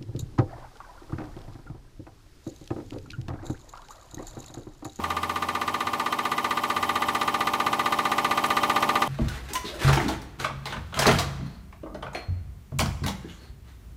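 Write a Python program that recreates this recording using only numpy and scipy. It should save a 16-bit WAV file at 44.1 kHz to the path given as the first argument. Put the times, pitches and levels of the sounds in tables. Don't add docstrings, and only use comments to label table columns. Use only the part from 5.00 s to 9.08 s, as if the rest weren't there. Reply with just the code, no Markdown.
import sys
import numpy as np
from scipy import signal
from scipy.fft import rfft, irfft
from scipy.io import wavfile
from scipy.ndimage import uniform_filter1d

SR = 44100
rng = np.random.default_rng(int(sys.argv[2]) if len(sys.argv) > 2 else 0)


def wav_out(sig):
    wavfile.write(sys.argv[1], SR, np.round(np.clip(np.atleast_2d(sig).T, -1, 1) * 32767).astype(np.int16))


def invert_db(x):
    u = np.asarray(x, float) / 20
    return 10 ** u


N = 179841

# time in seconds, hardness of the blow in dB,
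# dryness of the sliding parts in dB, shaking of the base in dB.
RUNNING = [
    (0, -3, 1, -1),
    (.5, -0.5, -0.5, 0.5),
    (1, -1, 0, 0),
    (1.5, -0.5, 3, 0),
    (2, -1, 4.5, 0.7),
    (2.5, 0.5, 0.5, 0.5),
    (3, -1.5, 2, 0.6),
    (3.3, 1.5, 1.5, 0.5),
    (3.6, 1, 2.5, 0.5),
    (4.08, -0.5, 2.5, 2.5),
]
# frequency in Hz, level in dB, t60 in seconds.
CYLINDER = [(2249, -18.0, 0.169), (2306, 3.5, 0.02), (2416, -5.2, 0.043), (2490, -8.8, 0.097),
            (2608, -4.1, 0.041), (2635, -19.7, 0.122), (3111, -6.5, 0.042), (3211, -12.3, 0.06),
            (3255, -4.3, 0.024), (3297, -15.5, 0.073), (3360, -10.5, 0.041), (3406, -21.1, 0.18),
            (3502, -15.3, 0.067), (3568, -11.1, 0.053), (3658, -11.7, 0.046), (3972, -4.9, 0.033),
            (4039, -13.3, 0.056), (4133, -6.2, 0.027), (4259, -14.0, 0.032), (4329, -7.7, 0.039),
            (4424, -11.2, 0.024)]
# frequency in Hz, level in dB, t60 in seconds.
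CRANK = [(210, -16.7, 0.21), (236, -17.3, 0.21), (377, -13.7, 0.208), (406, -11.3, 0.19), (583, -7.7, 0.16),
         (626, -14.1, 0.117), (790, -12.5, 0.21), (911, -14.0, 0.21), (961, -9.5, 0.109),
         (1008, -1.2, 0.078), (1037, -13.0, 0.119), (1080, -8.1, 0.144), (1109, -9.7, 0.21),
         (1154, 0.3, 0.137), (1189, 9.6, 0.081), (1491, 5.6, 0.032), (1746, -2.8, 0.069),
         (1800, -12.5, 0.127), (1879, -6.5, 0.052), (2113, -17.2, 0.21), (2415, -18.8, 0.11),
         (2449, -7.1, 0.047), (2781, -4.5, 0.023), (2886, -8.3, 0.025), (3736, -18.3, 0.104),
         (3781, -7.9, 0.028), (3874, -17.4, 0.063), (3992, -27.3, 0.21), (4244, -17.3, 0.075),
         (4956, -16.0, 0.025)]
VALVE_S = -.009


def evened(x):
    return x / np.sqrt(np.mean(x ** 2) + 1e-20)


def noise():
    return rng.standard_normal(N)


def read(points, hz):
    f, value = np.transpose(points)
    return np.interp(np.log(hz + 1), np.log(f + 1), value)


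def coloured(x, points):
    gain = invert_db(read(points, np.fft.rfftfreq(len(x), 1 / SR)))
    return irfft(rfft(x) * gain, len(x))


def resonate(x, hz, width):
    turn = np.exp(2j * np.pi * hz * np.arange(len(x)) / SR)
    r = np.exp(-np.pi * width / SR)
    return (turn * signal.lfilter([1], [1, -2 * r, r * r], x / turn)).real


def wander(seconds):
    size = round(seconds * SR)
    return evened(uniform_filter1d(uniform_filter1d(noise(), size), size))


def bassless(x):
    return signal.sosfilt(signal.butter(4, 350, "high", fs=SR, output="sos"), x)


def ring(modes, rise=0.00098):
    t = np.arange(SR // 3) / SR
    dying = sum(invert_db(db - 60 * t / t60) * np.sin(2 * np.pi * hz * t) for hz, db, t60 in modes)
    return (1 - np.exp(-t / rise)) * dying


def each_turn(s, sound, db, after_s=0.):
    blows = np.zeros(N + 2 * SR)
    blows[SR + np.round((s + after_s) * SR).astype(int)] = invert_db(db)
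    return signal.oaconvolve(blows, sound)[SR:SR + N]


def turns():
    # time in seconds, turns per second.
    speed = [
        (0, 15.606),
        (.7, 15.685),
        (1.8, 15.617),
        (2.3, 15.514),
        (2.9, 15.467),
        (3.45, 15.533),
        (4.08, 15.481),
    ]
    first_knock_s = .03755
    t = np.arange(-SR // 10, N + SR // 10) / SR
    angle = np.cumsum(np.interp(t, *np.transpose(speed))) / SR
    angle -= np.interp(first_knock_s, t, angle)
    s = np.interp(np.arange(np.ceil(angle[0]), angle[-1]), angle, t)
    play = rng.standard_normal((len(s), 2))
    blow_db = -29 + 1.5 * s + 0.19 * play[:, 0]
    tap_db = np.interp(s, [1.5, 3], [-3, 0]) + 1.4 * play[:, 1]
    return s, blow_db, tap_db


def knocks(s, blow_db, tap_db):
    # frequency in Hz, level in dB, t60 in seconds.
    piston = [(1101, 9.2, 0.036), (1281, 1.6, 0.022), (1461, -0.5, 0.037), (1592, 1.5, 0.032),
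              (1772, 1.3, 0.032), (1979, -10.1, 0.114), (1996, -4.6, 0.08), (2011, -13.6, 0.125),
              (2025, -18.6, 0.168), (2157, -15.3, 0.146)]
    base = [(198, -20.7, 0.267), (253, -9.5, 0.237), (295, -14.1, 0.253), (356, -18.9, 0.31),
            (364, -12.3, 0.276), (456, -3.5, 0.087), (566, -20.0, 0.31), (595, -13.9, 0.15),
            (692, -6.6, 0.027), (757, -7.8, 0.142), (787, -10.8, 0.292), (903, -10.2, 0.22)]
    bench = [(105, -38, 0.41), (128, -25.5, 0.52), (154.2, -22.5, 0.28), (219.5, -28, 0.51),
             (575.8, -15.5, 0.27), (590.7, -14.5, 0.26), (640, -19.5, 0.19)]
    rebound = [(313, -16.4, 0.13), (460, -16.9, 0.198), (850, -2.9, 0.053), (952, -5.0, 0.098),
               (1147, -9.4, 0.187), (1208, -4.5, 0.109), (1335, -0.4, 0.015), (1756, -11.6, 0.058),
               (2116, -14.8, 0.136)]
    rod = [(857, -9.3, 0.056), (1054, -5.5, 0.079), (1195, -9.8, 0.114)]
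    valve = [(201, -18.8, 0.16), (318, -9.9, 0.096), (484, -9.7, 0.03), (734, -10.2, 0.14),
             (795, -4.1, 0.078)]
    piston_s, crank_s, rebound_s, rod_s = .0006, .0032, .0191, .044
    play = rng.standard_normal((len(s), 3))
    time_s, hardness_db, _, shaking_db = np.transpose(RUNNING)
    hard_db = np.interp(s, time_s, hardness_db)
    shake_db = np.interp(s, time_s, shaking_db)
    bench_db = 1.46 * (s - 2)
    out = each_turn(s, ring(piston), blow_db + 0.14, piston_s)
    out += each_turn(s, ring(base), blow_db + 0.45 + shake_db, piston_s)
    out += each_turn(s, ring(bench), blow_db + bench_db, piston_s)
    out += each_turn(s, ring(CYLINDER), blow_db + 0.05 + hard_db + 0.21 * play[:, 2], piston_s)
    out += each_turn(s, ring(CRANK), blow_db + 0.19, crank_s)
    out += each_turn(s, ring(rebound), blow_db + 1.2 + 1.0 * play[:, 0], rebound_s)
    out += each_turn(s, ring(rod), blow_db + 2.5 + 0.17 * play[:, 1], rod_s)
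    out += each_turn(s, ring(valve), blow_db + 3.0 + 0.9 * tap_db, VALVE_S)
    return out


def scatter(s, blow_db):
    # frequency in Hz, level in dB.
    spectrum = [(150, -12), (500, -98), (1000, -6.5), (1650, -21), (2000, -15.5), (3100, -16.5),
                (4400, -21), (5000, -29), (6300, -17), (9500, -28.5), (12500, -37), (14000, -42)]
    # frequency in Hz, t60 in seconds.
    decay = [(200, 0.77), (1000, 0.34), (3000, 0.27), (6000, 0.062), (12000, 0.046)]
    hz, t, z = signal.stft(rng.standard_normal(SR // 3), SR, nperseg=256)
    level_db = read(spectrum, hz)[:, None] - 60 * t / read(decay, hz)[:, None]
    tail = signal.istft(z * invert_db(level_db), SR)[1]
    tail *= (1 - np.exp(-np.arange(len(tail)) / SR / .0015)) ** 2
    return each_turn(s, bassless(tail), blow_db + 15.5)


def chatter(s, blow_db):
    u = np.arange(SR // 10) / SR
    jolts = each_turn(s, np.exp(-u / 0.0098), blow_db - 43) * noise()
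    return signal.oaconvolve(jolts, ring(CRANK) + invert_db(2) * ring(CYLINDER))[:N]


def echoed(sound):
    # delay in seconds, level in dB.
    echoes = [(.0035, -15), (.0058, -1), (.0066, -7), (.008, -3), (.011, -7), (.0138, -40), (.0168, 1),
              (.0195, -5)]
    taps = np.zeros(SR // 20)
    delay_s, db = np.transpose(echoes)
    taps[np.round(delay_s * SR).astype(int)] = invert_db(db)
    reflected = signal.oaconvolve(sound, taps)[:len(sound)]
    return sound + coloured(reflected, [(5000, 3.5), (9000, -3.5), (12000, -9)])


def port_ticks(s, blow_db, spread):
    # frequency in Hz, level in dB, t60 in seconds.
    port = [(5550, -17, 0.0034), (6480, -11.5, 0.0063), (7690, -11, 0.0067), (9000, -11.5, 0.004),
            (10950, -9, 0.0059), (11630, -5.5, 0.0055), (12560, -4.5, 0.0066), (13500, -7, .006),
            (15300, -14, .006)]
    snap = ring(port, rise=.0002)
    tick = each_turn(s, echoed(snap), blow_db + 1.2 * spread[:, 0], -.0005)
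    tick += each_turn(s, snap, blow_db - 11 + 3 * spread[:, 1], VALVE_S)
    return tick * (1 + 0.083 * evened(uniform_filter1d(noise(), size=6)))


def puffs(s, blow_db, spread):
    # frequency in Hz, level in dB.
    puff_spectrum = [(300, -72), (900, -77), (2000, -65), (3500, -14), (6000, -21), (9000, -21.5),
                     (12000, -28.5), (15500, -44)]
    u = np.arange(SR // 10) / SR
    burst = (1 - np.exp(-u / .0015)) * np.exp(-u / .016)
    flow = each_turn(s, burst, blow_db + 12 + 1.2 * spread[:, 1])
    return flow * coloured(noise(), puff_spectrum)


def sliding(s):
    # frequency in Hz, width in Hz, level in dB, swell over the turn in dB,
    # loudest point as a share of the turn.
    slide = [(799, 83, -28, 4.5, 0.34), (882, 46, -24.5, 2, 0.23), (1962, 160, -24.5, 8, 0.19),
             (3090, 175, -27, 3.5, 0.94), (3710, 190, -33, 11, 0.11), (5490, 420, -44, 12.5, 0.94),
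             (8000, 400, -42.5, 8.5, 0.85), (10340, 190, -36, 0, 1), (14230, 750, -38, 7, 0.79),
             (15600, 400, -47, 4, 1)]
    t = np.arange(N) / SR
    share = np.interp(t, s, np.arange(len(s)))
    time_s, _, dryness_db, _ = np.transpose(RUNNING)
    dry_db = np.interp(t, time_s, dryness_db)
    grit = invert_db(2.0 * evened(uniform_filter1d(noise(), 90)))
    sung = np.zeros(N)
    for hz, width, db, swell_db, at in slide:
        level_db = db + 0.63 * wander(0.076) + swell_db * np.cos(2 * np.pi * (share - at))
        sung += invert_db(level_db) * evened(resonate(noise(), hz, width))
    return invert_db(dry_db) * grit * sung


def wash():
    # frequency in Hz, level in dB per Hz.
    wash_spectrum = [(25, -12), (55, -5), (90, -13), (160, -5.5), (300, -18), (600, -1.5), (900, -0.5),
                     (1600, -15), (2500, -20), (5000, -15), (9000, -23), (13000, -24), (16000, -30)]
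    return invert_db(-15.5) * evened(coloured(noise(), wash_spectrum))


def steam(s, blow_db):
    pressure = invert_db(np.interp(np.arange(N) / SR, s, blow_db))
    spread = rng.standard_normal((len(s), 2))
    blown = port_ticks(s, blow_db, spread) + puffs(s, blow_db, spread)
    return blown + pressure * (sliding(s) + wash())


def spits():
    # time in seconds, level in dB, length in seconds.
    drops = [
        (0.323, -50, .016),
        (1.752, -47, .004),
        (2.233, -36, .003),
        (3.465, -38, .012),
        (3.808, -41, .008),
    ]
    # frequency in Hz, level in dB.
    spit_spectrum = [(2500, -30), (5000, 1), (9000, 4), (14000, -6)]
    t = np.arange(N) / SR
    gate = sum(invert_db(db) * np.exp(-(2 * (t - at) / length) ** 2) for at, db, length in drops)
    return gate * evened(coloured(noise(), spit_spectrum))


def squeaks():
    # time in seconds, frequency in Hz, level in dB, length in seconds.
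    cries = [
        (1.016, 897.5, -31, .055),
        (1.115, 800, -36, .05),
        (1.114, 3100, -38, .025),
        (2.012, 855, -34, .04),
        (3.535, 3070, -38, .015),
        (3.618, 3070, -36, .022),
        (3.66, 3070, -39, .025),
        (3.75, 3070, -39, .02),
        (3.89, 218, -38, .06),
    ]
    t = np.arange(N) / SR
    out = np.zeros(N)
    for at, hz, db, length in cries:
        swell = np.exp(-(2 * (t - at) / length) ** 2 * 2)
        out += invert_db(db) * swell * np.sin(2 * np.pi * hz * t)
    return out


def far_motor():
    # start in seconds, length in seconds, first and last frequency in Hz, level in dB.
    drone = [
        (-.05, 1.18, 83.2, 92.1, -36.5),
        (1.736, 0.45, 91, 80.2, -44.5),
        (2.45, 0.5, 77, 79, -53),
    ]
    rise_s, fade_db_per_s = 0.041, 14.5
    t = np.arange(N) / SR
    out = np.zeros(N)
    for start, length, first_hz, last_hz, db in drone:
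        end = start + length
        turn = 2 * np.pi * np.cumsum(np.interp(t, [start, end], [first_hz, last_hz])) / SR
        gate = np.clip(np.minimum(t - start, end - t) / rise_s, 0, 1)
        level = invert_db(db - fade_db_per_s * (t - start))
        out += gate * level * (np.sin(turn) + invert_db(-9) * np.sin(2 * turn))
    return out


def mains_hum():
    # frequency in Hz, width in Hz, level in dB.
    hum = [(102, 11, -58), (150, 15, -57), (299.4, 6, -64.5)]
    return sum(invert_db(db) * evened(resonate(noise(), hz, width)) for hz, width, db in hum)


def scene():
    s, blow_db, tap_db = turns()
    engine = knocks(s, blow_db, tap_db) + scatter(s, blow_db) + chatter(s, blow_db)
    engine += steam(s, blow_db) + spits() + squeaks()
    return (engine + far_motor() + mains_hum())[None]


def band_limit(x):
    return signal.sosfilt(signal.butter(12, 15830, fs=SR, output="sos"), x)


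def record(dry):
    heard = signal.sosfilt(signal.butter(2, 40, "high", fs=SR, output="sos"), dry)
    edge = signal.firwin(401, 15900, window=("kaiser", 9), fs=SR)
    mix = signal.oaconvolve(heard, edge[None], "same")
    return band_limit(mix)


dry = scene()
out = record(dry)
wav_out(out)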